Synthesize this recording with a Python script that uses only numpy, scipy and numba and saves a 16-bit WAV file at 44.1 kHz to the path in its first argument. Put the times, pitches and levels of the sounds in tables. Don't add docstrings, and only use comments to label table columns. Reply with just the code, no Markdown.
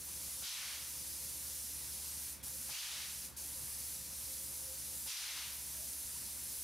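import sys
import numpy as np
from scipy import signal
from scipy.fft import rfft, irfft, next_fast_len
from scipy.io import wavfile
from scipy.ndimage import uniform_filter1d, map_coordinates
from numba import njit

SR = 44100
rng = np.random.default_rng(int(sys.argv[2]) if len(sys.argv) > 2 else 0)


def pcm_store(signal):
    levels = np.round(np.clip(np.atleast_2d(signal), -1, 1) * 32767)
    wavfile.write(sys.argv[1], SR, levels.astype(np.int16).T)


def voltage_ratio(decibels):
    exponent = np.asarray(decibels, float) / 20
    return 10 ** exponent


N = 292383

# start_s, knock_db, exhaust_db, valve_shuts_after_s
PUMP_STROKES = [(0.418, -54, -41.5, 0.33), (2.687, -52, -42, 0.35), (5.059, -53, -39.5, .37)]


def unit(x):
    return x / np.sqrt(np.mean(x ** 2) + 1e-20)


def along(points, hz):
    point_hz, value = np.transpose(points)
    return np.interp(np.log(hz + 1), np.log(point_hz + 1), value)


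def curves(rows):
    time_s, *columns = np.transpose(rows)
    return [np.interp(np.arange(N) / SR, time_s, column) for column in columns]


def wobble(rate):
    knots = rng.standard_normal(int(N * rate / SR) + 4)
    return map_coordinates(knots, [np.arange(N) * rate / SR])


def filtered(x, response):
    size = next_fast_len(N + 8192)
    spectrum = rfft(x, size) * response(np.fft.rfftfreq(size, 1 / SR))
    return irfft(spectrum, size)[..., :N]


def rush(spectrum, patchy_db, alike=1):
    # pitch_hz, correlation (no unit)
    likeness = [(60, 0.91), (300, 0.85), (1100, 0.78), (1450, 0.97), (5000, 1), (6500, 0.86), (9800, 0.9),
                (12500, 0.8), (15500, 0.62)]
    z = signal.stft(rng.standard_normal((2, N)), nperseg=512)[2]
    field = rng.standard_normal(z.shape[1:])
    field = uniform_filter1d(uniform_filter1d(field, size=6, axis=0), size=10, axis=1)
    pair = signal.istft(z * voltage_ratio(patchy_db * unit(field)), nperseg=512)[1][:, :N]

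    def mid_side(hz):
        turn = np.arccos(np.clip(alike * along(likeness, hz), -1, 1)) / 2
        return voltage_ratio(along(spectrum, hz)) * [np.cos(turn), np.sin(turn)]

    mid, side = filtered(pair, mid_side)
    return np.array([mid + side, mid - side]) / np.std(mid)


def tone(hz):
    cycles = np.cumsum(hz + np.zeros(N)) / SR
    return np.sqrt(2) * np.sin(2 * np.pi * (cycles + rng.random()))


def site():
    # (per Hz, relative)
    site_color = [(25, -19), (50, -6), (120, -0.5), (250, -5.5), (450, -10.5), (780, -12), (920, -8),
                  (1100, -11.5), (2000, -12.5), (5000, -16), (12000, -23.5), (16000, -26)]
    # peak_s, pitch_hz, width_hz, level_db, width_s
    swell = (2.5, 190, 60, -69, 0.4)
    peak_s, hz, width_hz, level_db, width_s = swell
    band = unit(filtered(rng.standard_normal(N), lambda f: np.exp(-((f - hz) / width_hz) ** 2)))
    from_peak = (np.arange(N) / SR - peak_s) / width_s
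    surge = voltage_ratio(level_db) * np.exp(-from_peak ** 2) * band
    return voltage_ratio(-59 + 0.45 * wobble(2.962)) * rush(site_color, patchy_db=1.2) + surge


def machines():
    # time_s, firing_hz, level_db
    engine_run = [(0.1, 71, -63), (1.05, 72.86, -63.3), (1.6, 72.84, -60.5), (2.55, 71.4, -62),
                  (3.3, 72.16, -64), (3.7, 71.9, -61), (4.5, 71.44, -63.5), (5.7, 70.66, -61.5),
                  (6.5, 71.35, -63)]
    # multiple (of the firing rate), relative_db
    engine_orders = [(1, 0.5), (2, -17), (4.19, -12.5)]
    # time_s, level_db
    whine_run = [(0.1, -73), (0.35, -72), (1.8, -75.5), (2.2, -79), (2.55, -71), (3.3, -74), (3.7, -76),
                 (4.1, -72), (4.9, -69.5), (5.7, -78), (6.5, -75)]
    # pitch_hz, level_db, waver_db
    hum_tones = [(59.9, -70.5, 0.5), (117.8, -83, 5), (124.6, -76.5, 3), (180, -77.5, 4.5),
                 (364, -83.5, 1.5)]
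    # peak_s, pitch_hz, level_db, width_s
    hoot_tone = (5.81, 645, -63.5, .05)

    firing_hz, engine_db = curves(engine_run)
    whine_db, = curves(whine_run)
    engine = 0
    for multiple, db in engine_orders:
        level = voltage_ratio(engine_db + db + 0.38 * multiple * wobble(6.5))
        engine = engine + level * tone(multiple * firing_hz * (1 + .002 * wobble(8.98)))
    hum = 0
    for hz, db, waver_db in hum_tones:
        hum = hum + voltage_ratio(db + waver_db * wobble(5)) * tone(hz * (1 + 0.004 * wobble(12)))
    whine = voltage_ratio(whine_db + 4 * wobble(22)) * tone(527 * (1 + .014 * wobble(35)))

    peak_s, hz, db, width_s = hoot_tone
    from_peak = (np.arange(N) / SR - peak_s) / width_s
    hoot = voltage_ratio(db) * np.exp(-from_peak ** 2) * tone(hz * (1 + .05 * wobble(90)))
    return engine + hum + whine + hoot


def pump():
    # (per Hz, relative)
    blast_color = [(300, -39), (800, -19), (1570, -16.5), (3150, -1.5), (4730, -1), (6200, -2.5),
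                   (7750, -8.5), (11000, -15), (16000, -32)]
    # (per Hz, relative)
    sigh_color = [(300, -34), (600, -17), (900, -11), (1400, -8), (2300, -3), (3300, -2), (4600, -2),
                  (6200, -4), (7500, -10.5), (11000, -11), (16000, -34)]
    # pitch_hz, width_hz, relative_db
    valve_modes = [(734, 340, 2), (1300, 730, 2), (2500, 810, -3)]
    sag_db_per_s, fall_db_per_s = 9.5, 76

    t, knock, blast, sigh = np.arange(N) / SR, np.zeros(N), np.zeros(N), np.zeros(N)
    for start_s, knock_db, exhaust_db, shut_s in PUMP_STROKES:
        since_s = np.clip(t - start_s, 0, None)
        knock += voltage_ratio(knock_db - 310 * since_s) * np.clip(since_s / 0.0047, 0, 1)
        sinking_db = sag_db_per_s * since_s + fall_db_per_s * np.clip(since_s - shut_s, 0, None)
        opening = 1 - np.exp(-np.clip(since_s - .004, 0, None) / 0.021)
        push = voltage_ratio(exhaust_db - sinking_db) * opening
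        late = np.clip(since_s / .22, 0, 1)
        blast += push * np.sqrt(1 - late)
        sigh += push * np.sqrt(late)

    def body(f):
        total = 0
        for k, (center, width, db) in enumerate(valve_modes):
            resonance = 1j * f * width / (center * center - f * f + 1j * f * width)
            total = total + (-1) ** k * voltage_ratio(db) * resonance
        return total

    knock = knock * unit(filtered(rng.standard_normal(N), body))
    gust = voltage_ratio(0.28 * wobble(40))
    exhaust = blast * rush(blast_color, patchy_db=1.8, alike=0.79)
    exhaust = exhaust + sigh * rush(sigh_color, patchy_db=-0.2, alike=0.9)
    return knock + gust * exhaust


def yard(x, shared=.8):
    # pitch_hz, t60_s
    decay = [(1000, 0.6), (6000, 0.21), (15000, 0.12)]
    hz, t, z = signal.stft(rng.standard_normal((3, SR // 2)), SR, nperseg=256)
    fade = voltage_ratio(-60 * t / along(decay, hz)[:, None])
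    tails = signal.istft(z * fade, SR, nperseg=256)[1]
    share = np.clip(shared, 0, 1)
    tail = np.sqrt(share) * tails[2] + np.sqrt(1 - share) * tails[:2]
    return signal.fftconvolve(x, tail / np.linalg.norm(tail[0]), axes=1)[:, :N]


def spray():
    # time_s, nozzle_hiss_db
    sweep = [(0, -46.5), (0.37, -45.5), (1.18, -46), (1.3, -45), (1.8, -45.5), (2.25, -45.5), (2.64, -45.5),
             (3.48, -46), (3.9, -44), (4.1, -47), (4.42, -44), (4.8, -46.5), (5.0, -44), (5.8, -45.5),
             (6.05, -44.5), (6.3, -46), (6.6, -44)]
    # let_go_s, pulled_again_s
    trigger = [(2.326, 2.426), (3.261, 3.361)]
    # (per Hz, relative)
    nozzle_color = [(4500, -30), (6500, -10), (8000, -4.5), (10000, -0.5), (11900, -2.5), (13600, -6.5),
                    (15100, -7.5), (16000, -20.5)]
    # (per Hz, relative)
    splash_color = [(900, -38), (1500, -15.5), (2300, -9.5), (3100, -8), (4700, -1), (5800, 1.5),
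                    (7000, -2), (8500, -14.5)]
    splash_db, splash_drift_db = -51.5, .5
    dip_depth_db, dip_delay_s = 1.5, 0.15

    hiss_db, = curves(sweep)
    t, flow = np.arange(N) / SR, np.ones(N)
    for let_go_s, pulled_s in trigger:
        dying = voltage_ratio(-210 * np.clip(t - let_go_s, 0, 1))
        flow *= np.maximum(dying, np.clip((t - pulled_s) / .011, 0, 1))

    since = np.clip(t - np.array(PUMP_STROKES)[:, :1], 0, None) / dip_delay_s
    dip_db = dip_depth_db * np.sum(since * np.exp(1 - since), axis=0)
    flutter_db = 0.34 * wobble(6.4) + 0.23 * wobble(30)
    hiss = voltage_ratio(hiss_db - dip_db + flutter_db) * rush(nozzle_color, patchy_db=0.87)
    splash_level = voltage_ratio(splash_db + splash_drift_db * wobble(3.8) + flutter_db)
    splash = splash_level * rush(splash_color, patchy_db=0.85)
    jet = flow * (hiss + splash)
    return jet + voltage_ratio(-14.0) * yard(jet)


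def scene():
    return site() + machines() + pump() + spray()


def lagging(x, seconds):
    forget = np.exp(-1 / (seconds * SR))
    return signal.lfilter([1 - forget], [1, -forget], x - x[0]) + x[0]


@njit
def follow(level_db, attack, release):
    held = level_db.copy()
    for i in range(1, len(held)):
        gap = level_db[i] - held[i - 1]
        held[i] = held[i - 1] + (attack if gap > 0 else release) * gap
    return held


def low_cut(x, knee_db=-55, depth=1.8, edge_hz=620, most_db=11, wait_s=0.012, back_s=0.089):
    middle = filtered(np.mean(x, axis=0), lambda hz: (hz > 1500) & (hz < 4000))
    power = lagging(middle ** 2, seconds=0.0071)
    level_db = np.maximum(10 * np.log10(power + 1e-12), knee_db)
    rise_db = np.clip(level_db - lagging(level_db, seconds=0.085), 0, None)
    cut_db = follow(np.minimum(depth * rise_db, most_db), 1 / (.004 * SR), 1 / (back_s * SR))
    cut_db = np.pad(cut_db, (int(abs(wait_s) * SR), 0))[:N]
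    bass = filtered(x, lambda hz: 1 / (1 + (hz / edge_hz) ** 6))
    return x - bass * (1 - voltage_ratio(-cut_db))


def gain_control(x, ceiling_db=-44, grip=0.7, attack_s=0.0022, release_s=0.086):
    power = lagging(np.mean(x ** 2, axis=0), seconds=0.012)
    over_db = np.clip(10 * np.log10(power + 1e-12) - ceiling_db, 0, None)
    held_db = follow(over_db, 1 / (attack_s * SR), 1 / (release_s * SR))
    return x * voltage_ratio(-np.clip(grip, 0, 1) * held_db)


def top_cut(x):
    return signal.sosfilt(signal.butter(12, 17070, fs=SR, output="sos"), x)


def record(dry):
    # pitch_hz, lead_rad
    lead = [(60, -0.45), (300, -0.99), (600, -0.94), (1100, -0.29), (1400, 0), (15000, 0)]
    # pitch_hz, left_minus_right_db
    tilt = [(60, -2.5), (300, -2.4), (1300, -0.1), (6000, 0.4), (15000, -1)]
    half = np.array([[.5], [-.5]])

    def port_response(hz):
        level = voltage_ratio(half * along(tilt, hz))
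        phase = np.exp(1j * half * along(lead, hz))
        return (hz < 15770) * level * phase

    ports = filtered(dry, port_response)
    mix = gain_control(low_cut(ports))
    return top_cut(mix)


dry = scene()
out = record(dry)
pcm_store(out)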